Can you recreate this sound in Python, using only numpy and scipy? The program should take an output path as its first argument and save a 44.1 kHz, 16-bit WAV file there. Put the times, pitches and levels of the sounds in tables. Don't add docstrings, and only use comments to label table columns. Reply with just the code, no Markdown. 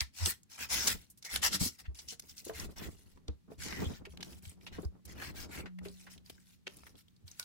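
import sys
import numpy as np
from scipy import signal
from scipy.fft import rfft, irfft, next_fast_len
from scipy.io import wavfile
from scipy.ndimage import uniform_filter1d, map_coordinates

SR = 44100
rng = np.random.default_rng(int(sys.argv[2]) if len(sys.argv) > 2 else 0)


def file_out(sig):
    cols = np.atleast_2d(sig).T
    lim = np.clip(cols, -1, 1)
    pcm = np.round(lim * 32767).astype(np.int16)
    wavfile.write(sys.argv[1], SR, pcm)


N = 328104
TIME = np.arange(N) / SR


# freq_hz, density_db
HISS_SPECTRUM = [(1800, -7), (3000, 5.5), (4000, 6.5), (5000, 11), (6000, 9.5), (7200, 7.5), (9000, -11.5)]
RASP_SPECTRUM = [(400, -12.5), (850, -4.5), (1550, -2.5), (1950, 2.5), (2400, -3), (2850, -4), (3800, -9),
                 (6000, -35)]
FIZZ_SPECTRUM = [(4500, -12.5), (8500, 6), (13000, 4), (16000, -3.5)]

def knife(sticky_db=-9.5, grip_db=2.5):
    hiss_db, rasp_db, fizz_db = cutting_levels()
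    tears_per_s = 350 * undb(0.5 * np.maximum(hiss_db + 74, -20))
    lightness = 1 / np.sqrt(1 + tears_per_s / 500)
    grain = tears(tears_per_s, spread_db=5.5, decay_s=0.003, smooth_share=0.3)
    ticks = wet_pockets(rate_per_s=80, spread_db=5, cycles=1) * undb(sticky_db) * lightness
    hiss = colour(grain * noise() + ticks, HISS_SPECTRUM) * undb(hiss_db) * pan(2.8)
    rasp = colour(grain * noise() + ticks, RASP_SPECTRUM) * undb(rasp_db) * pan(2.3)
    fizz = colour(grain * noise() + ticks, FIZZ_SPECTRUM) * undb(fizz_db)
    grip = undb(grip_db * lightness * walk(40) - 2.5)
    chatter = lightness + (1 - lightness) * ribs()
    return grip * chatter * blade_ring(sliding_contact(hiss + rasp + fizz))


# start_s, rise_s, hold_s, hiss_db, rasp_re_hiss_db, fizz_re_hiss_db
STROKES = [(0.0, 0.013, 0.0068, -58.5, 21, 16.5), (0.119, 0.15, 0.055, -38, -5, -6),
           (.245, 0.013, 0.052, -46, 5, 16), (.485, 0.037, 0.039, -52.5, -4.5, -6),
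           (.555, 0.08, 0.016, -41.5, 0, -2.5), (0.68, 0.059, 0.14, -30, -5, -7),
           (.85, 0.037, 0.039, -32.5, -0.5, -0.5), (1.238, 0.0099, 0.021, -50.5, -3, -5),
           (1.275, 0.083, 0.014, -39, 0.5, -1), (1.412, 0.032, 0.029, -25, -5.5, -5),
           (1.5, 0.048, 0.0096, -28.5, -8, -6.5), (1.588, 0.027, 0.066, -30.5, -13.5, -3.5),
           (1.777, 0.022, 0.0044, -53, -1.5, 0), (1.831, 0.032, 0.0029, -71.5, 14, -14),
           (1.943, 0.0067, 0.068, -57, -9.5, -0.5), (2.072, 0.024, 0.014, -42.5, -28, -10),
           (2.11, 0.0069, 0.017, -47.5, -5.5, -4), (2.275, 0.021, 0.014, -50, -11, -7),
           (2.355, 0.033, 0.015, -51, -10.5, -1), (2.441, 0.0078, 0.046, -49, -9.5, -2.5),
           (2.515, 0.057, 0.079, -46.5, -1.5, -3.5), (2.752, 0.032, 0.091, -52.5, 3.5, -2),
           (3.571, 0.068, 0.341, -44.5, -1, -6), (4.71, 0.027, 0.03, -60.5, 7.5, -7),
           (5.045, 0.064, 0.02, -56.5, -0.5, -7), (5.135, 0.094, 0.071, -52.5, 7.5, -1.5),
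           (5.33, 0.055, 0.061, -50.5, 1.5, -3), (5.475, 0.069, 0.063, -52, 5, -0.5)]
# start_s, length_s, hiss_db
PEELS = [(0.933, 0.11, -60.5), (1.704, 0.048, -62.5), (1.999, 0.066, -69), (2.21, 0.096, -65.5),
         (2.3, 0.15, -70.5), (2.684, 0.033, -65), (2.881, .14, -66), (3.032, 0.13, -72.5),
         (3.495, 0.036, -66), (4.086, 0.04, -62), (4.219, .16, -61), (4.414, 0.1, -60), (4.598, 0.066, -69),
         (4.782, .06, -64.5), (5.819, 0.15, -63.5), (5.963, 0.086, -61.5), (6.09, 0.05, -57.5),
         (6.238, .2, -68), (6.444, 0.1, -66.5), (6.679, 0.23, -64.5), (6.957, 0.039, -62),
         (7.044, 0.32, -86.5), (7.253, 0.3, -62.5)]

def cutting_levels(peel_rise_s=0.023, peel_rasp_db=-4, peel_fizz_db=-0.5):
    moves = []
    for start_s, rise_s, hold_s, db, rasp_db, fizz_db in STROKES:
        envelope = gesture(start_s, rise_s, hold_s, hold_db_per_s=-41, stop_db_per_s=-780)
        moves.append((envelope, (db, db + rasp_db, db + fizz_db)))
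    for start_s, length_s, db in PEELS:
        hold_s = length_s - peel_rise_s
        envelope = gesture(start_s, peel_rise_s, hold_s, hold_db_per_s=-22.5, stop_db_per_s=-406.5)
        moves.append((envelope, (db, db + peel_rasp_db, db + peel_fizz_db)))
    return layer_levels(moves)


def ribs(rate_hz=95, bite_db=5):
    phase = np.cumsum(rate_hz * np.exp(0.5 * walk(rate_hz))) / SR % 1
    bite = undb(bite_db * (1 - phase) ** 2)
    return bite / np.sqrt(np.mean(bite ** 2))


def sliding_contact(scrape, depth_db=3, rate_hz=25, bands=20):
    size = 2 * next_fast_len(N // 2 + 1)
    spectrum, out = rfft(scrape, size), 0
    freq_hz = np.arange(size // 2 + 1) * SR / size
    band_index = np.interp(freq_hz, np.geomspace(1200, 14000, bands), np.arange(bands))
    for k in range(bands):
        band = irfft(spectrum * np.maximum(1 - abs(band_index - k), 0), size)[:, :N]
        out = out + band * undb(depth_db * walk(rate_hz))
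    return out


# freq_hz, level_re_scrape_db
BLADE_MODES = [(4220, -8.5), (5250, -8.5), (6000, -20.5), (7850, -4), (10400, -6), (15300, 8)]

def blade_ring(scrape, q=26, sway_db=4):
    out = scrape
    for freq_hz, level_db in BLADE_MODES:
        ring = signal.lfilter(*signal.iirpeak(freq_hz, q, fs=SR), scrape)
        out = out + ring * undb(level_db + sway_db * walk(6.3))
    return out / np.sqrt(2)


# freq_hz, density_db
SNAP_SPECTRUM = [(300, 10.5), (1200, -1.5), (6000, -7.5), (16000, -21)]
# time_s, level_db, centre_hz, decay_s, fizz_re_snap_db
CRACKS = [(0.006, -21, 5000, 0.002, -21), (0.2588, -19, 6900, 0.0012, -22), (0.259, -29, 6100, 0.0077, -17),
          (0.8715, -21, 6450, 0.0084, -7.5), (0.881, -21, 6200, 0.0015, -19), (1.1, -66.5, 6740, 0.014, 15),
          (1.174, -61.5, 6460, 0.014, 4), (1.225, -46.5, 5630, 0.006, -11.0),
          (1.2477, -40, 6100, 0.017, -9), (1.3592, -24.5, 3700, 0.003, -3),
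          (1.988, -43.5, 5500, 0.013, -18), (2.196, -40.5, 5730, 0.0037, -0.5),
          (2.4971, -36, 1240, 0.0016, -25), (3.281, -41, 4440, 0.0023, -34),
          (3.633, -39.5, 5600, 0.0083, -7), (3.724, -35, 2000, 0.0049, -25), (4.052, -45, 2430, 0.011, -19),
          (4.173, -43.5, 3200, 0.002, -11), (4.206, -45, 3140, 0.0081, -12),
          (4.2274, -33, 4000, 0.0037, -38), (4.665, -43, 3000, 0.014, -19),
          (5.052, -52.5, 6700.0, 0.0079, 3.5), (5.221, -40.5, 1720, 0.011, -19),
          (5.657, -45.5, 1750, 0.016, -39.5), (5.7869, -47, 1900, 0.0039, -14),
          (5.85, -48, 2520, 0.015, -9), (6.067, -50.5, 1700, 0.018, -20), (6.297, -46.5, 3770, 0.007, -2),
          (6.668, -36.5, 2550, 0.0055, -36), (6.677, -33, 2880, 0.0018, -33),
          (6.834, -47.5, 1450, 0.0017, -27), (6.866, -51, 1920, 0.0094, -7),
          (7.397, -28, 5300, 0.00066, 1.5)]

def cracks(q=1.95, rise_s=0.00054, tail_db=-25, tail_s=0.022, onset_db=-16, onset_s=0.0026, count=3600):
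    out, t = np.zeros((2, N)), (np.arange(count) - count // 6) / SR
    age = np.maximum(t, 0)
    attack = 1 - np.exp(-age / rise_s)
    tail = undb(tail_db) * np.exp(-age / tail_s)
    onset = undb(onset_db) * np.exp(-abs(t) / onset_s)
    for time_s, level_db, centre_hz, decay_s, fizz_db in CRACKS:
        burst = attack * (np.exp(-0.5 * (age / decay_s) ** 2) + tail)
        envelope = burst / burst.max() + onset
        snap = colour(envelope * noise(count), SNAP_SPECTRUM, centre_hz, q) * pan(0.5)
        spray = colour(envelope * noise(count), FIZZ_SPECTRUM) * undb(fizz_db)
        add(out, time_s + t[0], undb(level_db) * (snap + spray) / np.sqrt(2))
    return out


def squelch(gain_db=-7):
    hiss_db, rasp_db, _ = cutting_levels()
    depth_db = np.minimum(rasp_db - hiss_db, 0)
    pockets = wet_pockets(rate_per_s=260, spread_db=2.5, cycles=12, lo_hz=1300, hi_hz=4800, count=2400)
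    return pockets * undb(gain_db + rasp_db + depth_db)


# start_s, length_s, level_db, pitch_hz
SQUEAKS = [(0.589, .065, -43, 2610), (1.243, 0.095, -49, 2050), (3.665, 0.18, -45.5, 1960),
           (3.836, 0.043, -45, 3400), (5.208, 0.022, -43, 1654), (5.503, 0.15, -51.5, 2264)]

def squeaks(flutter_hz=190, drift=0.01186):
    envelope, held_hz = np.zeros(N), np.zeros(N)
    for start_s, length_s, level_db, pitch_hz in SQUEAKS:
        envelope += undb(level_db) * np.sin(np.pi * np.clip((TIME - start_s) / length_s, 0, 1))
        held_hz[TIME >= start_s] = pitch_hz
    phase = 2 * np.pi * np.cumsum(held_hz * np.exp(drift * walk(25))) / SR
    flutter = signal.sosfilt(signal.butter(2, flutter_hz, fs=SR, output="sos"), noise())
    return envelope * flutter / flutter.std() * np.sin(phase)


def crackle(gain_db=-4, drive_cap_db=-57):
    hiss_db, _, fizz_db = cutting_levels()
    drive_db = np.minimum(np.maximum(hiss_db, fizz_db), drive_cap_db)
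    films = wet_pockets(rate_per_s=520, spread_db=3, cycles=3, hi_hz=15000)
    return films * undb(drive_db + gain_db)


# start_s, peak_db, pitch_hz
POPS = [(0.432, -53, 7000), (1.947, -53, 5570), (2.0852, -38, 5000), (2.222, -48, 5600),
        (2.2952, -44, 5170), (2.38, -42.5, 5600), (2.45, -37, 11300), (2.5983, -36.5, 5600),
        (2.7826, -39.5, 5600), (2.838, -52, 4000), (3.174, -55.5, 990), (4.3303, -51, 2850),
        (4.4243, -53, 10300), (4.4524, -47, 3100), (4.495, -42, 8600), (4.611, -55.5, 2390),
        (4.82, -54, 7500), (4.849, -51.5, 5100), (5.884, -47, 4100), (6.1786, -47, 3320),
        (6.261, -47, 4750), (6.3801, -58, 1620), (6.769, -46, 10000), (6.9542, -57, 3550),
        (7.0823, -58, 3530), (7.1636, -60, 4370), (7.2791, -45, 4280), (7.314, -42.5, 6300),
        (7.427, -40, 4100)]

def pops(q=5.6, decay_s=0.0039, count=1200):
    out, t = np.zeros((2, N)), np.arange(count) / SR
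    for start_s, peak_db, pitch_hz in POPS:
        click = colour(np.exp(-t / decay_s) * noise(count), [(1000, 0), (SR / 2, 0)], pitch_hz, q)
        add(out, start_s, undb(peak_db) * click / abs(click.mean(0)).max())
    return out


def wet_pockets(rate_per_s, spread_db, cycles, lo_hz=2200, hi_hz=12000, count=600):
    out, t = np.zeros((2, N)), np.arange(count) / SR
    for when, pitch, size, left, right in rng.random((int(rate_per_s * N / SR), 5)):
        pitch_hz = lo_hz * (hi_hz / lo_hz) ** pitch
        age = t * pitch_hz / cycles
        tick = age * np.exp(-age) * np.sin(2 * np.pi * (pitch_hz * t + np.array([[left], [right]])))
        size_db = -spread_db * np.log(max(size, np.exp(-2)))
        add(out, when * N / SR, tick * np.sqrt(pitch_hz) * undb(size_db))
    return out / out.std()


# freq_hz, density_db
FLESH_SPECTRUM = [(100, -2.5), (180, 4), (300, 1), (400, -2), (540, -8.5), (800, -13.5), (1300, -17.5)]
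BOARD_SPECTRUM = [(20, -7.5), (40, -25.5), (60, -3.5), (77, -3), (100, -14), (220, -24)]
# start_s, length_s, rub_db
PUSHES = [(0.18, 0.12, -58), (0.571, 0.079, -61.5), (0.695, 0.26, -50), (1.31, 0.25, -54),
          (1.582, 0.058, -50.5), (1.798, 0.1, -62.5), (1.967, 0.74, -72), (2.477, 0.22, -54.5),
          (2.748, 0.13, -49), (2.904, 0.16, -67), (3.041, 0.29, -66), (3.466, 0.063, -56.5),
          (3.562, 0.35, -50), (3.959, 0.418, -62.5), (4.411, 0.543, -64), (4.69, 0.16, -59),
          (5.037, 0.62, -55), (5.795, 0.1, -55), (5.95, 0.41, -72), (6.64, 0.31, -69.5),
          (7.183, 0.14, -73.5)]

def hands(rise_s=0.04, rumble_re_rub_db=3):
    moves = []
    for start_s, length_s, db in PUSHES:
        envelope = gesture(start_s, rise_s, length_s - rise_s, hold_db_per_s=2, stop_db_per_s=-290)
        moves.append((envelope, (db, db + rumble_re_rub_db)))
    rub_db, rumble_db = layer_levels(moves)
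    slips = tears(rate_per_s=110, spread_db=3.5, decay_s=0.006, smooth_share=0.2)
    rub = colour(slips * noise(), FLESH_SPECTRUM) * undb(rub_db + 4.4 * walk(31))
    rumble = colour(noise(), BOARD_SPECTRUM) * undb(rumble_db + 3.1 * walk(23))
    return rub + rumble


# start_s, level_db, pitch_hz, t60_s
KNOCKS = [(4.069, -47.5, 403, 0.076), (1.54, -36.5, 189.7, 0.17), (1.608, -27, 179, 0.12),
          (1.657, -37, 244, 0.12), (2.124, -49, 462, 0.078), (2.465, -38.5, 350, 0.082),
          (2.493, -36, 440, 0.14), (2.496, -38.5, 666, 0.081), (3.283, -36, 304, 0.086),
          (3.284, -35, 184, 0.075), (3.516, -41.5, 436, 0.07), (3.859, -35, 239, 0.062),
          (4.83, -36.5, 360, 0.046), (5.856, -42, 399, 0.14), (6.3, -35.5, 396, 0.016),
          (6.669, -44, 381, 0.1), (7.395, -46, 1460, 0.14)]

def knocks(overtone_ratio=1.55, overtone_db=-7, rattle_db=-6, right_lead_rad=np.pi / 3, count=9000):
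    out, t = np.zeros((2, N)), np.arange(count) / SR
    for start_s, level_db, pitch_hz, t60_s in KNOCKS:
        envelope = (1 - np.exp(-t * pitch_hz * 2)) * undb(-60 * t / t60_s)
        phase = 2 * np.pi * pitch_hz * t + np.array([[0], [right_lead_rad]])
        modes = np.sin(phase) + undb(overtone_db) * np.sin(overtone_ratio * phase)
        rattle = colour(envelope * noise(count), [(100, -2.5), (4000, -14.5)], pitch_hz, q=2)
        add(out, start_s, undb(level_db) * (envelope * modes + undb(rattle_db) * rattle))
    return out


# time_s, level_db, pitch_hz, swell_s
THUMPS = [(0.017, -32, 68.6, 0.0014), (0.23, -26.5, 86.6, 0.017), (1.611, -28.5, 76, .002),
          (1.884, -30.5, 64.3, 0.0035), (3.290, -28.5, 69, 0.0023), (3.799, -37, 78, .012),
          (3.867, -27, 81.5, 0.0036), (4.472, -40.5, 85.4, 0.0033), (4.857, -27.5, 71.8, 0.0036),
          (7.245, -46, 89, 0.005)]

def thumps(decay_s=0.019, right_lag_rad=np.pi / 2, count=16000):
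    out, t = np.zeros((2, N)), (np.arange(count) - count / 2) / SR
    for time_s, level_db, pitch_hz, swell_s in THUMPS:
        envelope = np.exp(-np.logaddexp(-2 * t / swell_s, t / decay_s))
        mode = np.sin(2 * np.pi * pitch_hz * t - np.array([[0], [right_lag_rad]]))
        add(out, time_s + t[0], undb(level_db) * envelope / envelope.max() * mode)
    return out


def board_reflection(direct, delays_s=(0.00135, 0.0021), gain=0.27, drift=0.08):
    echo = np.zeros((2, N))
    for side, delay_s in enumerate(delays_s):
        source_s = TIME - delay_s * (1 + drift * walk(2))
        echo[side] = map_coordinates(direct[side], [source_s * SR], order=2)
    return (direct + gain * echo) / np.hypot(1, gain)


def room_tail(direct, t60_s=0.13, wet_db=-22, count=12000):
    t = np.arange(count) / SR
    tail = uniform_filter1d(noise(count), 2) * t * undb(-60 * t / t60_s)
    tail /= np.sqrt(np.sum(tail ** 2) / 2)
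    return undb(wet_db) * signal.fftconvolve(direct, tail, axes=1)[:, :N]


# time_s, level_db
HUM_LEVELS = [(2.4, -86), (4.2, -56.5), (5.45, -64.5), (5.8, -43), (5.95, -54), (6.8, -71)]

def hum(pitch_hz=183, waver=0.012, right_lead_rad=2.25):
    phase = 2 * np.pi * np.cumsum(pitch_hz * (1 + waver * walk(6.9))) / SR
    level_db = np.interp(TIME, *np.transpose(HUM_LEVELS)) + 1.6 * walk(14)
    return undb(level_db) * np.sin(phase + np.array([[0], [right_lead_rad]]))


# freq_hz, density_db
KITCHEN_SPECTRUM = [(20, -8.5), (75, 8), (200, 5), (600, -20), (4000, -22.5), (16000, -31.5)]

def kitchen(level_db=-68):
    return undb(level_db) * colour(noise(), KITCHEN_SPECTRUM)


def gesture(start_s, rise_s, hold_s, hold_db_per_s, stop_db_per_s):
    age = TIME - start_s
    rise = np.sin(np.pi / 2 * np.clip(age / rise_s, 0, 1)) ** 2
    held_s = np.clip(age - rise_s, 0, hold_s)
    stopped_s = np.clip(age - rise_s - hold_s, 0, 1)
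    return rise * undb(hold_db_per_s * held_s + stop_db_per_s * stopped_s)


def layer_levels(moves):
    envelopes, levels_db = zip(*moves)
    return 10 * np.log10(undb(levels_db).T ** 2 @ np.array(envelopes) ** 2 + 1e-12)


def tears(rate_per_s, spread_db, decay_s, smooth_share):
    ruptures = rng.random(N) < rate_per_s / SR
    size_db = spread_db * np.clip(rng.standard_normal(N), -2, 2)
    power = ruptures * undb(size_db) ** 2 / rate_per_s
    power = signal.lfilter([1], [1, -np.exp(-1 / (decay_s * SR))], power)
    return np.sqrt(smooth_share + (1 - smooth_share) * power / power.mean())


def colour(x, spectrum, ring_hz=None, q=2):
    size = 2 * next_fast_len(x.shape[-1] // 2 + 512)
    bin_hz = np.maximum(np.arange(size // 2 + 1) * SR / size, 1)
    hz, db = np.transpose(spectrum)
    octaves_outside = np.maximum(np.log2(hz[0] / bin_hz), 0) + np.maximum(np.log2(bin_hz / hz[-1]), 0)
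    rolloff_db = np.minimum(20 * octaves_outside, 50)
    gain = undb(np.interp(np.log(bin_hz), np.log(hz), db) - rolloff_db)
    if ring_hz is not None:
        gain /= np.hypot(1, q * (bin_hz / ring_hz - ring_hz / bin_hz))
    cepstrum = irfft(np.log(gain / np.sqrt(np.mean(gain ** 2))))
    cepstrum[1:size // 2] *= 2
    cepstrum[size // 2 + 1:] = 0
    return irfft(rfft(x, size) * np.exp(rfft(cepstrum)), size)[:, :x.shape[-1]]


def noise(count=N):
    mid, side = rng.standard_normal((2, count))
    return np.array([mid + side, mid - side]) / np.sqrt(2)


def walk(rate_hz):
    step = max(int(SR / rate_hz), 1)
    stairs = np.repeat(rng.standard_normal(N)[:N // step + 1], step)[:N]
    return np.sqrt(3 / 2) * uniform_filter1d(stairs, step)


def undb(db):
    return 10 ** (np.asarray(db) / 20)


def pan(left_re_right_db):
    return undb(np.array([[0.5], [-0.5]]) * left_re_right_db)


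def add(out, start_s, sound):
    offset = int(start_s * SR)
    first, end = max(offset, 0), min(offset + sound.shape[1], N)
    if end > first:
        out[:, first:end] += sound[:, first - offset:end - offset]


def scene():
    cutting = knife() + cracks() + squelch() + squeaks() + crackle() + pops()
    work = board_reflection(cutting) + hands() + knocks() + thumps()
    return work + room_tail(work) + hum() + kitchen()


def record(dry):
    cutoff_hz = 15950
    return signal.sosfilt(signal.ellip(12, 0.1, 80, cutoff_hz, fs=SR, output="sos"), dry)


dry = scene()
out = record(dry)
file_out(out)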